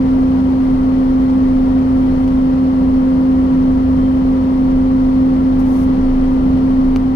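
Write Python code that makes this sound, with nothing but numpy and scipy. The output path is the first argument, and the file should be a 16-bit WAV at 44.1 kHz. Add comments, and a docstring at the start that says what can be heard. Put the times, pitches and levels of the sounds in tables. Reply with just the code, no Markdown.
"""In the cab of a truck creeping along a field, stereo microphones, its mist blower running flat out.
From the start the fan's blades drone over engine throb, gear whine and the air jet off to the left,
and the cab booms at each jolt of the track. Near 2 s something brushes by with a hiss, a faint squeak
and a tick; near 4 s the throb surges, with another squeak. A second brush comes at 5.6 s, two bumps
shake the panels, and just before 7 s a knock rings the plastic trim."""
import sys
import numpy as np
from scipy import signal
from scipy.fft import rfft, irfft
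from scipy.io import wavfile

SR = 44100
rng = np.random.default_rng(int(sys.argv[2]) if len(sys.argv) > 2 else 0)


def store_pcm(level_fs):
    """Save levels as 16-bit WAV."""
    pcm = np.round(np.clip(level_fs, -1, 1) * 32767).astype(np.int16)
    wavfile.write(sys.argv[1], SR, np.atleast_2d(pcm).T)


N = 315426
T = np.arange(N) / SR
HZ = np.maximum(np.arange(N // 2 + 1) * SR / N, 1)
OPPOSITE_PHASE = np.array([[1], [-1]])  # how the short waves of high tones meet the two microphones


def undb(db):
    """Decibels to gain."""
    return 10 ** (np.asarray(db) / 20)


def unit(x):
    """Scale to rms 1."""
    return x / np.sqrt(np.mean(np.abs(x) ** 2))


def curves(table):
    """Each column after the first as a control over time."""
    s, *columns = np.transpose(table)
    return [np.interp(T, s, column) for column in columns]


def swell(s, width_s):
    """A smooth rise and fall around a moment."""
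    return np.exp(-((T - s) / width_s) ** 2)


def walk(rate_hz):
    """Smooth random wander of spread 1."""
    return unit(irfft(rfft(rng.standard_normal(N)) / (1 + (HZ / rate_hz) ** 4), N))


def colour(hz, db):
    """Gain at every frequency from a few points."""
    return undb(np.interp(np.log(HZ), np.log(hz), db))


def resonant(modes):
    """Gain at every frequency from a few resonance peaks."""
    return undb(sum(db / (1 + (2 * (HZ - hz) / width) ** 2) for hz, width, db in modes))


def noise(gain):
    """Noise with the given amplitude per root Hz."""
    return irfft(rfft(rng.standard_normal(N)) * gain, N) * np.sqrt(SR / 2)


def tone(phase, waver, rate_hz):
    """A tone of rms 1 whose size and phase shake at random."""
    shake = 1 + waver * (walk(rate_hz) + 1j * walk(rate_hz))
    return unit(np.real(shake * np.exp(1j * phase)))


def pan(db):
    """Microphone gains for a sound this much louder on the left."""
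    return undb(np.array([[db], [-db]]) / 2)


def bass_at_mics(x, lag_s=0.00036):
    """A low sound reaches the right microphone a little later and stronger."""
    return np.array([x, np.interp(T - lag_s, T, x)]) * pan(db=-.5)


# The panels around the microphones. Each row: frequency in Hz, noise density in dB before shaping.
PANEL_SPECTRUM = [(12, -66), (40, -44.5), (70, -47.5), (105, -49.5), (160, -47), (215, -44.5), (300, -53.5),
                  (400, -58), (600, -64), (1200, -99)]
# Bumps that shake them. Each row: peak time in seconds, half length in seconds, rise in dB.
PANEL_BUMPS = [(5.95, .17, 2.5), (6.53, 0.11, 4.5)]


def panel_rumble(level_db=-.5, top_hz=1100, diffuse=0.08):
    """The cab's panels rumble from all sides, more at each bump."""
    spectrum = colour(*np.transpose(PANEL_SPECTRUM)) / (1 + (HZ / top_hz) ** 4)
    direct = bass_at_mics(noise(spectrum))
    scattered = diffuse * np.sqrt(2) * np.array([noise(spectrum), noise(spectrum)])
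    bump_db = sum(db * swell(s, width_s) for s, width_s, db in PANEL_BUMPS)
    return (direct + scattered) * undb(level_db + bump_db)


# Jolts from the track below. Each row: peak time in seconds, half length in seconds, level in dB.
TRACK_JOLTS = [(0.758, 0.1, -24), (1.596, 0.17, -22.5), (2.14, 0.16, -23), (2.954, .12, -27.5),
               (4.76, .14, -23.5), (5.566, .08, -23.5), (6.15, 0.23, -18), (6.898, 0.17, -21)]


def cab_boom(boom_hz=26, width_hz=2.5, track_db=-30.5):
    """The cab's lowest air resonance, always stirred by the uneven track, swells with each jolt."""
    phase = 2 * np.pi * np.cumsum(boom_hz + width_hz / 2 * walk(rate_hz=3.4)) / SR
    jolts = [undb(db) * swell(s, width_s) for s, width_s, db in TRACK_JOLTS]
    unevenness = undb(track_db) * unit(np.hypot(walk(rate_hz=2.5), walk(rate_hz=3.8)))
    envelope = np.linalg.norm(jolts + [unevenness], axis=0)
    return bass_at_mics(np.sqrt(2) * envelope * np.sin(phase))


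def cab_reflections(wet=.17, decay_s=.02):
    """Response of the direct path plus weak, quickly dying echoes off the nearby cab walls."""
    echoes = rng.standard_normal(N) * np.exp(-T / decay_s)
    return unit(1 + wet * unit(rfft(echoes)))


# The jet, outside to the left. Each row: frequency in Hz, left and right density in dB before shaping.
JET_SPECTRUM = [(388, -54.5, -59), (684, -58, -61), (985, -62.5, -66.5), (1203, -64.5, -68),
                (1590, -71.5, -78), (1970, -72.5, -77.5), (2700, -78, -84.5), (3100, -78.5, -87),
                (4250, -82, -92.5), (6180, -89.5, -103.5), (7360, -97.5, -112.2), (8200, -93, -104.8),
                (9700, -99.1, -104.1), (15500, -103.8, -122.1)]
# Cab and ducts colour it on its way in. Each row: centre in Hz, width in Hz, boost in dB.
CAB_AND_DUCT_MODES = [(370, 130, 7), (535, 13, 3), (824, 45, 1.5), (964, 31, 6.5), (1357, 30, 5),
                      (1834, 56, 3.5), (1990, 50, 4), (2090, 34, 4), (2970, 110, 2.5), (4330, 260, 2.5),
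                      (5350, 180, 4.5), (6330, 250, 3.5), (8260, 270, 4.5), (10560, 700, 4),
                      (13300, 6300, 2.5)]
# Its slow drift in level. Each row: time in seconds, gain in dB.
JET_DRIFT = [(0, -1.3), (.7, -1.05), (2.3, -1.24), (3.9, -1.6), (5.4, -1.6), (6.3, -0.55), (7.15, -2.5)]


def air_jet(flutter_db=0.4, low_hz=400):
    """Turbulent air and mist, different at each microphone, fluttering as eddies leave the nozzle."""
    drift_db, = curves(JET_DRIFT)
    level = undb(drift_db + flutter_db * walk(rate_hz=29))
    low_cut = 1 / np.sqrt(1 + (low_hz / HZ) ** 4)
    path = low_cut * resonant(CAB_AND_DUCT_MODES)
    hz, *sides = np.transpose(JET_SPECTRUM)
    return level * np.array([noise(colour(hz, db) * path * cab_reflections()) for db in sides])


# Squeaks to the left. Each row: peak time and half length in seconds, pitch in Hz, dB before panning.
FAINT_SQUEAKS = [(2.003, 0.037, 12400, -72), (4.04, .075, 3125, -56)]


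def squeaks(wobble=0.0023):
    """Thin squeaks, slightly unsteady in pitch."""
    run_s = np.cumsum(1 + wobble * walk(rate_hz=40)) / SR
    return pan(db=8.5) * sum(
        undb(db) * swell(s, width_s) * tone(2 * np.pi * hz * run_s, waver=.2, rate_hz=30)
        for s, width_s, hz, db in FAINT_SQUEAKS)


def stroke(start_s, length_s, build_share=0.56, release_s=.02):
    """Envelope of one stroke: pressure builds, holds and is released."""
    age = np.maximum(T - start_s, 0)
    press = np.minimum(age / (build_share * length_s), 1)
    return press * np.exp(-np.maximum(age - length_s, 0) / release_s)


# Brushing on the left. Each row: start in seconds, length in seconds, level in dB before panning.
BRUSH_STROKES = [(1.903, 0.45, -67.5), (5.588, .011, -51), (5.599, 0.24, -52.5)]
# The colour of its hiss. Each row: frequency in Hz, relative level in dB.
FRICTION_SPECTRUM = [(2500, -29), (5000, -1), (6400, 3.5), (7400, -7), (9300, -1), (9800, -5.5), (10800, 1),
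                     (13000, -2.5), (15500, -9)]
# Narrow rings of the brushed surface. Each row: centre in Hz, width in Hz, boost in dB.
SURFACE_MODES = [(8350, 200, 7), (9330, 160, 5), (10400, 160, 7), (11100, 250, 0), (12400, 140, -0.5)]


def brush():
    """Light touches and a short slide make a fine, bright friction hiss."""
    strokes = [undb(db) * stroke(s, length_s) for s, length_s, db in BRUSH_STROKES]
    pressure = np.linalg.norm(strokes, axis=0)
    surface = colour(*np.transpose(FRICTION_SPECTRUM)) * resonant(SURFACE_MODES)
    hiss = np.array([unit(noise(surface)) for _ in range(2)])
    return hiss * pressure * pan(db=9)


# Knocks and ticks close by in the cab. Each row: start in seconds, strength in dB, softness in seconds.
TRIM_CONTACTS = [(2.278, -19.5, 0.0000082), (6.9609, 1, 0.000097), (6.9677, -21.5, 0.0000043)]
# The dead plastic trim they ring. Each row: frequency in Hz, relative level in dB, t60 in seconds.
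TRIM_MODES = [(560, -16, .012), (1190, -16, 0.0098), (2320, -21, 0.016), (2910, -20, 0.011),
              (4450, -20.5, 0.0073), (6100, -22.5, 0.0067)]


def knocks(crack_db=-24, crack_s=0.0043):
    """Short contacts ring the trim with a dry crack; a softer contact is duller."""
    age = T[:SR // 20]
    # neighbouring modes swing in opposite directions
    ring = sum((-1) ** k * undb(db) * np.sin(2 * np.pi * hz * age) * undb(-60 * age / t60)
               for k, (hz, db, t60) in enumerate(TRIM_MODES))
    out = np.zeros((2, N))
    for s, db, soft_s in TRIM_CONTACTS:
        crack = undb(crack_db) * rng.standard_normal((2, len(age))) * np.exp(-age / crack_s)
        delay = np.exp(-2j * np.pi * HZ * s)
        push = undb(db) / (1 + 2j * np.pi * HZ * soft_s)
        out += irfft(rfft(ring + crack * pan(db=4.5), N) * push * delay, N)
    return out


# Gear mesh and shaft sidebands, heard from the cab. 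Each row: frequency in Hz, left and right level in dB.
GEAR_TONES = [(628, -65.5, -46.5), (739, -42.5, -59), (1120, -44.5, -45), (1110, -41.5, -46.5),
              (1154, -46, -43), (1990, -69, -60), (2140, -63, -67), (3060, -58, -65.5)]


def gear_whine(run_s):
    """Meshing gears whine in wavering tones that follow the shaft's speed."""
    whine = sum(undb([[left], [right]]) * tone(2 * np.pi * hz * run_s, waver=0.16, rate_hz=3)
                for hz, left, right in GEAR_TONES)
    return whine * OPPOSITE_PHASE


# The engine, heard from the cab. Each row: frequency in Hz, relative level in dB, waver from 0 to 1.
ENGINE_TONES = [(54.1, -5, 0.5), (82.1, 0.27, .27), (163.6, -9, 0.6)]


def engine_throb(run_s, level_db=-29, surge_db=5):
    """The engine's low tones follow the shaft's speed and surge once in level."""
    throb = sum(undb(db) * tone(2 * np.pi * hz * run_s, waver, rate_hz=4)
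                for hz, db, waver in ENGINE_TONES)
    return bass_at_mics(throb * undb(level_db + surge_db * swell(s=3.94, width_s=0.16)))


# The fan at full speed. Each row: time in seconds, blade-pass rate in Hz, drone and octave level in dB.
FAN_RUN = [(0, 261.4, -13, -34.1), (0.8, 261.7, -12.5, -35.5), (1.3, 261, -12, -33.5),
           (2.1, 261.5, -13, -33.8), (3.2, 261.2, -12, -31.5), (4.2, 261.4, -13, -34.5),
           (5.25, 261.2, -12.0, -33), (6.2, 261.3, -14, -36), (6.8, 262.5, -12, -37.5),
           (7.0, 261.2, -14.5, -40)]
# Its higher overtones at the microphones. Each row: multiple of that rate, left and right level in dB.
FAN_OVERTONES = [(3, -42.5, -53), (4, -53.5, -47), (7, -59, -71)]


def fan(blade_hz, drone_db, octave_db):
    """Blades passing the housing make a nearly pure drone with weak, unsteady overtones."""
    phase = 2 * np.pi * np.cumsum(blade_hz) / SR
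    inflow_db = 0.2 * walk(rate_hz=2.7)  # uneven inflow makes the drone swell and sink
    drone = undb(drone_db + inflow_db) * tone(phase, waver=0.053, rate_hz=21)
    octave = undb(octave_db) * tone(2 * phase, waver=0.034, rate_hz=15)
    upper = sum(undb([[left], [right]]) * tone(k * phase, waver=0.1, rate_hz=3.9)
                for k, left, right in FAN_OVERTONES)
    return bass_at_mics(drone + octave) + upper * OPPOSITE_PHASE


def scene():
    """From inside the cab: one shaft speed drives fan, engine and gears, over the noise of cab and jet."""
    set_hz, drone_db, octave_db = curves(FAN_RUN)
    blade_hz = set_hz + .1 * walk(rate_hz=3)  # the speed hunts a little around its setting
    run_s = np.cumsum(blade_hz / blade_hz.mean()) / SR  # a clock that keeps pace with the shaft
    machine = fan(blade_hz, drone_db, octave_db) + engine_throb(run_s) + gear_whine(run_s)
    return machine + panel_rumble() + cab_boom() + air_jet() + brush() + squeaks() + knocks()


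def record(dry):
    """The sound fades in over a few milliseconds and the highest treble is cut."""
    fade_s, top_hz = .004, 15700
    fade_in = np.sin(np.pi / 2 * np.minimum(T / fade_s, 1)) ** 2
    return signal.sosfilt(signal.ellip(10, .1, 80, top_hz, fs=SR, output="sos"), dry * fade_in)


dry = scene()
out = record(dry)
store_pcm(out)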